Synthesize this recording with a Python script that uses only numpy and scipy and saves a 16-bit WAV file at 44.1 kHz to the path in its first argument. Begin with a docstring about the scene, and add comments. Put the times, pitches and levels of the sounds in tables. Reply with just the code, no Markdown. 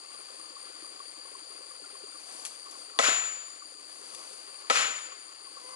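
"""Bamboo pole driven in at the edge of a grove

Two blows of a steel-headed tool drive a green bamboo pole into the ground, heard through two close microphone ports.
Each blow cracks (bursts of noise), knocks the hollow pole (struck modes) and sets the steel ringing (a beating sine);
the stems of the grove throw back a swelling echo. Cicadas drone and bush crickets pulse as throbbing bands of noise,
water gurgles far off as ringing bubbles, sleeves rustle with arm movements, and a faint hum comes up near the end.
"""
import sys
import numpy as np
from scipy import signal
from scipy.fft import rfft, irfft
from scipy.io import wavfile
from scipy.ndimage import uniform_filter1d

SR = 44100
rng = np.random.default_rng(int(sys.argv[2]) if len(sys.argv) > 2 else 0)


def materialize(psi):
    """Save the field psi as 16-bit PCM at rate SR to the path in sys.argv[1].

    A 1-D psi becomes a single channel; in a 2-D psi each row is a channel.
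    """
    bounded = np.clip(np.atleast_2d(psi).T, -1, 1)
    quanta = np.round(bounded * 32767).astype(np.int16)
    wavfile.write(sys.argv[1], SR, quanta)


N = 253575
TIME = np.arange(N) / SR                                    # s
FREQS = np.maximum(np.arange(N // 2 + 1) * SR / N, 1)       # Hz

# Contacts of the head on the pole. Each row: start in seconds, knock level in dB,
# brightness of the contact in Hz, level of the crunching fibres in dB.
CONTACTS = [(2.9891, -8.5, 6240, -23.5), (2.9916, 0.5, 1350, -36.5), (2.9970, -10, 1400, -61),
            (4.6997, -3.5, 5970, -26), (4.7020, -3, 1480, -33.5), (4.7073, -8, 1400, -36.5)]
# Modes of the hollow pole. Each row: frequency in Hz, level in dB, t60 in seconds.
POLE_MODES = [(219, -38, 0.039), (274, -32.5, 0.087), (434, -28, 0.054), (503, -24, 0.069),
              (570, -24, 0.075), (667, -19.5, 0.08), (796, -27.5, 0.067), (1032, -18.5, 0.1),
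              (1283, -18.5, 0.059), (1357, -16.5, 0.023), (1540, -30, 0.015), (1967, -24, 0.099),
              (2247, -23, 0.064), (2420, -22.5, 0.027), (3400, -32, .025)]
# Colour of the splintering fibres heard directly. Each row: frequency in Hz, relative level in dB per Hz.
CRUNCH_COLOUR = [(40, -32), (150, 2.5), (400, -11), (1200, 0.5), (2400, 2.5), (3500, 1.5), (5000, -5),
                 (7000, -1), (9000, -15), (11000, -14)]
# Colour of the splintering as the grove returns it. Each row: frequency in Hz, relative level in dB per Hz.
GROVE_COLOUR = [(60, -29), (150, -15), (330, -21), (480, -13.5), (750, -8.5), (920, -5), (1320, 3),
                (1650, 0), (2450, 2), (3000, 0), (5000, -4), (7000, -7.5), (9000, -12), (11000, -14)]
# Singing of the steel head after each blow.
# Each row: start in seconds, peak level in dB, t60 in seconds, depth of its beating in dB.
STEEL_RINGS = [(2.99, -22.5, 0.89, 1.5), (4.6985, -28.5, 0.82, 3.5)]
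STEEL_HZ, STEEL_BEATS_PER_S = 7035, 15   # the moving head beats against its echo
STEEL_DIRECT = 0.013   # weight of the direct power, where the whole echo has weight 1
# Dull thumps as the tool settles. Each row: start in seconds, level of the push in dB before softening.
THUMPS = [(3.0858, 10.5), (3.114, 1), (4.852, -6)]
# Light ticks as the blade is set on the pole. Each row: start in seconds, level in dB, t60 in seconds.
TICKS = [(2.4512, -27, 0.03), (2.4565, -30, 0.022), (2.4625, -36, 0.16), (2.7105, -41.5, 0.13),
         (4.1475, -34, 0.039), (4.331, -37, 0.023)]
# Colour of the ticks. Each row: frequency in Hz, relative level in dB per Hz.
TICK_COLOUR = [(200, -29), (1200, -7), (2800, -2), (6500, 3), (9000, 5), (11000, 6)]
# Arm movements that rustle the sleeves. Each row: middle in seconds, level in dB, length in seconds.
ARM_MOVES = [(0.31, -57, .2), (2.388, -47, 0.29), (2.777, -51.5, 0.15), (4.156, -48.5, 0.43),
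             (5.674, -52, .2)]
# Colour of rubbing cloth. Each row: frequency in Hz, relative level in dB per Hz.
CLOTH_COLOUR = [(60, -19), (200, -0.5), (700, 9.5), (2000, -0.5), (4000, 2.5), (6500, 7.5), (11000, 9)]
# Droning cicadas. Each row: frequency in Hz, width in Hz, level in dB, buzzes per second, buzz depth 0-1.
CICADAS = [(4649, 220, -53, 30, 0.067), (7075, 490, -60.5, 100, 0.05)]
# Bush crickets. Each row: frequency in Hz, width in Hz, level in dB.
CRICKETS = [(9420, 740, -55.5), (8845, 980, -55.5)]
# Their rhythm. Each row: chirps per second, middle of a chirp in seconds, tooth strikes per second,
# level between chirps 0-1.
CRICKET_RHYTHM = [(4.56, .19, 73, .08), (4.12, .15, 72, .6)]
# Hollows in which the distant water rings. Each row: frequency in Hz, level in dB.
HOLLOWS = [(320, -72), (410, -71), (510, -68.5), (720, -79), (900, -78), (1140, -73), (1350, -71.5)]
# Loudest gurgles. 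Each row: start in seconds, level in dB, pitch in Hz.
GURGLES = [(0.144, -48.5, 1147), (0.564, -46, 1130), (0.824, -48.5, 330), (1.001, -41, 1118),
           (1.35, -43.5, 1066), (1.708, -47.5, 1160), (1.842, -48.5, 1395), (2.036, -44, 413),
           (2.75, -46, 1115), (3.62, -44, 1155), (5.12, -44, 1120), (5.568, -44, 1134)]
# Lesser gurgles at random in the two main hollows. Each row: pitch in Hz, gurgles per second, level in dB.
LESSER_GURGLES = [(1116, 2.0, -48), (394, 0.92, -53.5)]
GURGLE_SPREAD_DB, GURGLE_DETUNE = 1.5, 0.049   # their largest scatter in level and, as a share, in pitch
# Colour of the steady wash of water and leaves. Each row: frequency in Hz, relative level in dB per Hz.
WASH_COLOUR = [(30, -21), (70, -16), (130, -15), (200, -8.5), (320, 5), (600, 5), (1200, 3), (1700, 3.5),
               (2300, 4.5), (3500, 2.5), (6000, -3.5), (8000, -10), (10000, 8), (11000, -6)]
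# Course of the faint hum. Each row: time in seconds, swell in dB, pitch in Hz.
HUM_SWELL = [(5.56, -61, 483.5), (5.62, -5, 499.6), (5.67, -2.5, 510), (5.75, 0, 517)]
# Harmonics of the hum from the fundamental up. Each entry: level in dB.
HUM_HARMONICS = [-56, -53.5, -65, -59.5]
# Phase between the microphone ports. Each row: frequency in Hz, lag of the left port in radians.
PORT_LAG = [(20, .2), (130, 0.97), (340, 1.5), (700, 2), (3500, 1.73), (9000, 1.6)]
# Balance of the microphone ports. Each row: frequency in Hz, left minus right in dB.
PORT_BALANCE = [(100, .3), (350, 1.1), (620, 2.5), (1100, 3.8), (2000, 5), (3600, 8), (7000, 8.4),
                (11000, 10)]


def from_db(db):
    """Decibels to gain."""
    return 10 ** (np.asarray(db) / 20)


def rms_one(x):
    """Scale to unit power."""
    return x / np.sqrt(np.mean(x ** 2) + 1e-20)


def at_hz(points, hz=FREQS):
    """Read a table along a log-frequency axis."""
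    table_hz, value = np.transpose(points)
    return np.interp(np.log(hz), np.log(table_hz), value)


def shaped(x, gain):
    """Filter by a gain per frequency."""
    return irfft(rfft(x) * gain, N)


def noise(gain, apart_db=-15):
    """Noise of unit power at both ports: a shared part plus separate parts at apart_db."""
    white = rng.standard_normal(N) + from_db(apart_db) * rng.standard_normal((2, N))
    return rms_one(shaped(white, gain))


def drift(rate_hz):
    """Random wander of unit power that weakens above rate_hz."""
    hz = FREQS[FREQS < 700]
    spectrum = rng.standard_normal((len(hz), 2)) @ [1, 1j]
    return rms_one(irfft(spectrum / (1 + (hz / rate_hz) ** 2), N))


def turning(hz):
    """Phase in radians of a tone whose frequency may move."""
    return 2 * np.pi * np.cumsum(hz) / SR


def resonance(hz, width_hz):
    """Bell-shaped gain around one frequency."""
    return 1 / (1 + (2 * (FREQS - hz) / width_hz) ** 2 / 2)


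def ring(force, hz, t60):
    """A unit click sets a sine of height 1 ringing."""
    radius = from_db(-60 / (t60 * SR))
    angle = 2 * np.pi * hz / SR
    poles = [1, -2 * radius * np.cos(angle), radius * radius]
    return signal.lfilter([0, np.sin(angle)], poles, force + 1e-18)


def dying(start_s, t60):
    """Envelope that starts at 1 and falls 60 dB in t60 seconds."""
    return (TIME >= start_s) * np.exp(-np.log(1000) * np.clip((TIME - start_s) / t60, 0, 10))


def thin(x, low_cut_hz=200, full_db=-22):
    """The bass below low_cut_hz is cut away; a faint share of the full sound remains."""
    high_pass = signal.butter(4, low_cut_hz, "high", fs=SR, output="sos")
    return from_db(full_db) * x + signal.sosfilt(high_pass, x + 1e-18)


def blows(knock_echo_db=-5, crunch_echo_db=10, low_t60=0.65, high_t60=0.43, split_hz=4500):
    """Knock and crunch arrive directly, then as a swelling echo whose treble the leaves swallow first."""
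    knock, splinter = pole()
    direct = knock + splinter * noise(from_db(at_hz(CRUNCH_COLOUR)), apart_db=-45)
    hiss = noise(from_db(at_hz(GROVE_COLOUR)), apart_db=-10)
    low = shaped(hiss, 1 / (1 + (FREQS / split_hz) ** 4))
    crunch_echo = 0
    for band, t60 in [(low, low_t60), (hiss - low, high_t60)]:
        # the splintering is noise, so its echoes add up in power
        power = signal.fftconvolve(splinter ** 2, grove(t60) ** 2)[:N]
        crunch_echo = crunch_echo + band * np.sqrt(np.abs(power))
    clumps = from_db(1.2 * drift(150))
    echo = from_db(crunch_echo_db) * clumps * crunch_echo + from_db(knock_echo_db) * scattered(knock)
    return thin(direct + echo)


def pole(crunch_t60=0.056, crack_t60=0.0035, crack_db=7):
    """The head crushes the rim and seats itself: ring of the pole's modes and strength of the splintering."""
    force, splinter = np.zeros(N), np.zeros(N)
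    for start_s, knock_db, bright_hz, crunch_db in CONTACTS:
        push = dying(start_s, np.log(1000) / (2 * np.pi * bright_hz))   # a softer contact lasts longer
        force += from_db(knock_db) * push / push.sum()
        tearing = dying(start_s, crunch_t60) + from_db(crack_db) * dying(start_s, crack_t60)
        splinter += from_db(crunch_db) * tearing
    knock = np.zeros(N)
    for k, (hz, db, t60) in enumerate(POLE_MODES):
        knock += (-1) ** k * from_db(db) * ring(force, hz, t60)   # neighbouring modes have opposite signs
    return knock, splinter


def grove(t60, swell_s=0.058, steepness=3.2, near=0.32, late_db=-24, late_t60=1.5):
    """Envelope of the echo, unit energy: little comes from near by, most from the wall of stems."""
    t = TIME[:int(1.2 * SR)]
    reached = near + 1 - np.exp(-(t / swell_s) ** steepness)
    early = np.exp(-np.log(1000) * t / t60)
    late = from_db(late_db) * np.exp(-np.log(1000) * t / late_t60)
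    envelope = reached * (early + late)
    return envelope / np.sqrt(np.sum(envelope ** 2))


def scattered(x, t60=0.4):
    """Countless stems each return a faint copy of the sound."""
    envelope = grove(t60)
    stems = noise(1, apart_db=4)[:, :len(envelope)] * envelope
    return signal.fftconvolve(np.atleast_2d(x), stems, axes=1)[:, :N]


def steel(waver_hz=4, echo_t60=0.49):
    """One high mode of the head dies away; its echoes pile up into a swell and beat against it."""
    echoes, loud = grove(echo_t60) ** 2, 0
    for start_s, db, t60, beat_db in STEEL_RINGS:
        power = dying(start_s, t60) ** 2
        heard = np.abs(STEEL_DIRECT * power + signal.fftconvolve(power, echoes)[:N])
        beats = np.sin(turning(STEEL_BEATS_PER_S * (1 + 0.406 * drift(9.7))))
        loud = loud + from_db(db + beat_db * beats) * np.sqrt(heard / heard.max())
    return loud * np.sin(turning(STEEL_HZ + waver_hz * drift(23.7)))


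def thumps(soft_hz=900):
    """Soft, heavy contacts: a single low-passed push each, with no crack."""
    force = np.zeros(N)
    for start_s, db in THUMPS:
        force[round(start_s * SR)] = from_db(db)
    low_pass = signal.butter(2, soft_hz, fs=SR, output="sos")
    return thin(signal.sosfilt(low_pass, force + 1e-18))


def blade_ticks(echo_db=-11):
    """Light contacts: short dying bursts of bright noise, with their echo from the stems."""
    envelope = sum(from_db(db) * dying(start_s, t60) for start_s, db, t60 in TICKS)
    direct = thin(envelope * noise(from_db(at_hz(TICK_COLOUR))))
    return direct + from_db(echo_db) * scattered(direct)


def sleeves(rough_db=1.0):
    """Cloth rubs harder as the arms speed up and fades as they slow."""
    effort = np.zeros(N)
    for middle_s, db, length_s in ARM_MOVES:
        effort += from_db(db) * np.exp(-2 * ((TIME - middle_s) / length_s) ** 2)
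    return effort * from_db(rough_db * drift(50)) * noise(from_db(at_hz(CLOTH_COLOUR)))


def buzz(per_s, depth, unsteady=0.026):
    """Throb of a tymbal or wing at a slightly unsteady rate."""
    return 1 + depth * np.sin(turning(per_s * (1 + unsteady * drift(3.6))))


def cicadas(waver_db=0.1):
    """Tymbals buzz through body resonances: throbbing bands of noise."""
    out = 0
    for hz, width_hz, db, per_s, depth in CICADAS:
        level = from_db(db + waver_db * drift(5.6))
        out = out + level * buzz(per_s, depth) * noise(resonance(hz, width_hz), apart_db=-4.5)
    return out


def bush_crickets():
    """Wing strokes rasp a band of noise; the two chirp at different rates and drift out of step."""
    out = 0
    for (hz, width_hz, db), (per_s, middle_s, strikes_per_s, rest) in zip(CRICKETS, CRICKET_RHYTHM):
        stroke = np.cos(np.pi * per_s * (TIME - middle_s)) ** 2
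        rasp = buzz(strikes_per_s, .3) * noise(resonance(hz, width_hz) ** 2, apart_db=-4)
        out = out + from_db(db) * (rest + (1 - rest) * stroke) * rasp
    return out


def water(per_s=30, size_db=4, hollow_q=9, gurgle_s=0.0035, rise_per_s=0.74):
    """Bubbles burst at random in a few hollows; the big ones swell, rise in pitch and die."""
    out = np.zeros(N)
    for hz, db in HOLLOWS:
        size = from_db(size_db * np.minimum(rng.exponential(1, N), 3))
        pops = (rng.random(N) < per_s / SR) * size * rng.choice([-1, 1], N)
        ringing = ring(pops, hz, 2 * hollow_q / hz)
        out += from_db(db) * rms_one(shaped(ringing, resonance(hz, hz / 2)))
    age = TIME[:SR // 10]
    swell = age / gurgle_s * np.exp(1 - age / gurgle_s)   # peaks at 1 after gurgle_s
    for start_s, db, hz in list(GURGLES) + lesser_gurgles():
        phase = 2 * np.pi * hz * age * (1 + rise_per_s * (age / 2 - gurgle_s))
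        gurgle = from_db(db) * swell * np.sin(phase)
        span = out[max(round(start_s * SR), 0):][:len(age)]
        span += gurgle[:len(span)]   # adds into out
    return out


def lesser_gurgles():
    """Rows of (s, dB, Hz): bubbles at uneven intervals, each a little off the pitch of its hollow."""
    rows = []
    for hz, per_s, db in LESSER_GURGLES:
        for k, (late, size, detune) in enumerate(rng.uniform(-1, 1, size=(40, 3))):
            start_s = (k + (1 + late) / 2) / per_s
            rows.append((start_s, db + GURGLE_SPREAD_DB * size, hz * (1 + GURGLE_DETUNE * detune)))
    return rows


def trickle(hz=1140, width_hz=140, db=-65):
    """A steady run of water keeps one hollow sounding."""
    surge = from_db(3.5 * drift(14))
    return from_db(db) * surge * noise(resonance(hz, width_hz))


def hum(waver=0.0035):
    """A faint, wavering hum, perhaps a bee flying near: harmonics of one gliding pitch."""
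    time_s, swell_db, hz = np.transpose(HUM_SWELL)
    phase = turning(np.interp(TIME, time_s, hz) * (1 + waver * drift(12)))
    tone = sum(from_db(db) * np.sin(k * phase) for k, db in enumerate(HUM_HARMONICS, 1))
    return from_db(np.interp(TIME, time_s, swell_db)) * tone


def forest_wash(db=-55.5):
    """Water and leaves merge into a steady, slightly wavering noise."""
    return from_db(db + 1.4 * drift(21)) * noise(from_db(at_hz(WASH_COLOUR)), apart_db=-11.0)


def leftward(db):
    """Channel gains that make the left db louder than the right; negative leans right."""
    return from_db(np.array([[db], [-db]]) / 2)


def scene(insects_left_db=2.2, wash_left_db=-2.5, water_left_db=0.0):
    """The work and its echo in front of the steady forest."""
    work = blows() + blade_ticks() + steel() + thumps() + sleeves()
    insects = (cicadas() + bush_crickets()) * leftward(insects_left_db)
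    distant_water = (water() + trickle()) * leftward(water_left_db)
    return work + insects + distant_water + forest_wash() * leftward(wash_left_db) + hum()


def gain_control(x, threshold_db=-34, share=0.21, release_db_per_s=3.5, attack_s=0.0059):
    """A loud sound turns the gain down by a share of its excess; the gain then creeps back."""
    power = uniform_filter1d(np.mean(x ** 2, axis=0), size=256)
    loud_db = 10 * np.log10(np.abs(power) + 1e-12)
    over_db = share * np.maximum(loud_db - threshold_db, 0)
    released_db = release_db_per_s * TIME
    held_db = np.maximum.accumulate(over_db + released_db) - released_db
    r = np.exp(-1 / (attack_s * SR))
    return x * from_db(-signal.lfilter([1 - r], [1, -r], held_db))


def record(dry, wind_cut_hz=70, cutoff_hz=11100):
    """Two close ports turn the phase between channels and favour the left; gain control; bass and top are cut."""
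    half = from_db(at_hz(PORT_BALANCE) / 2) * np.exp(-.5j * at_hz(PORT_LAG))
    ports = np.array([half, 1 / half])
    ports = ports / np.abs(ports.mean(axis=0))   # a sound equal at both ports keeps its level in the mono sum
    heard = gain_control(shaped(dry, ports))
    heard = signal.sosfilt(signal.butter(2, wind_cut_hz, "high", fs=SR, output="sos"), heard)
    return signal.sosfilt(signal.ellip(12, .1, 80, cutoff_hz, fs=SR, output="sos"), heard)


dry = scene()
out = record(dry)
materialize(out)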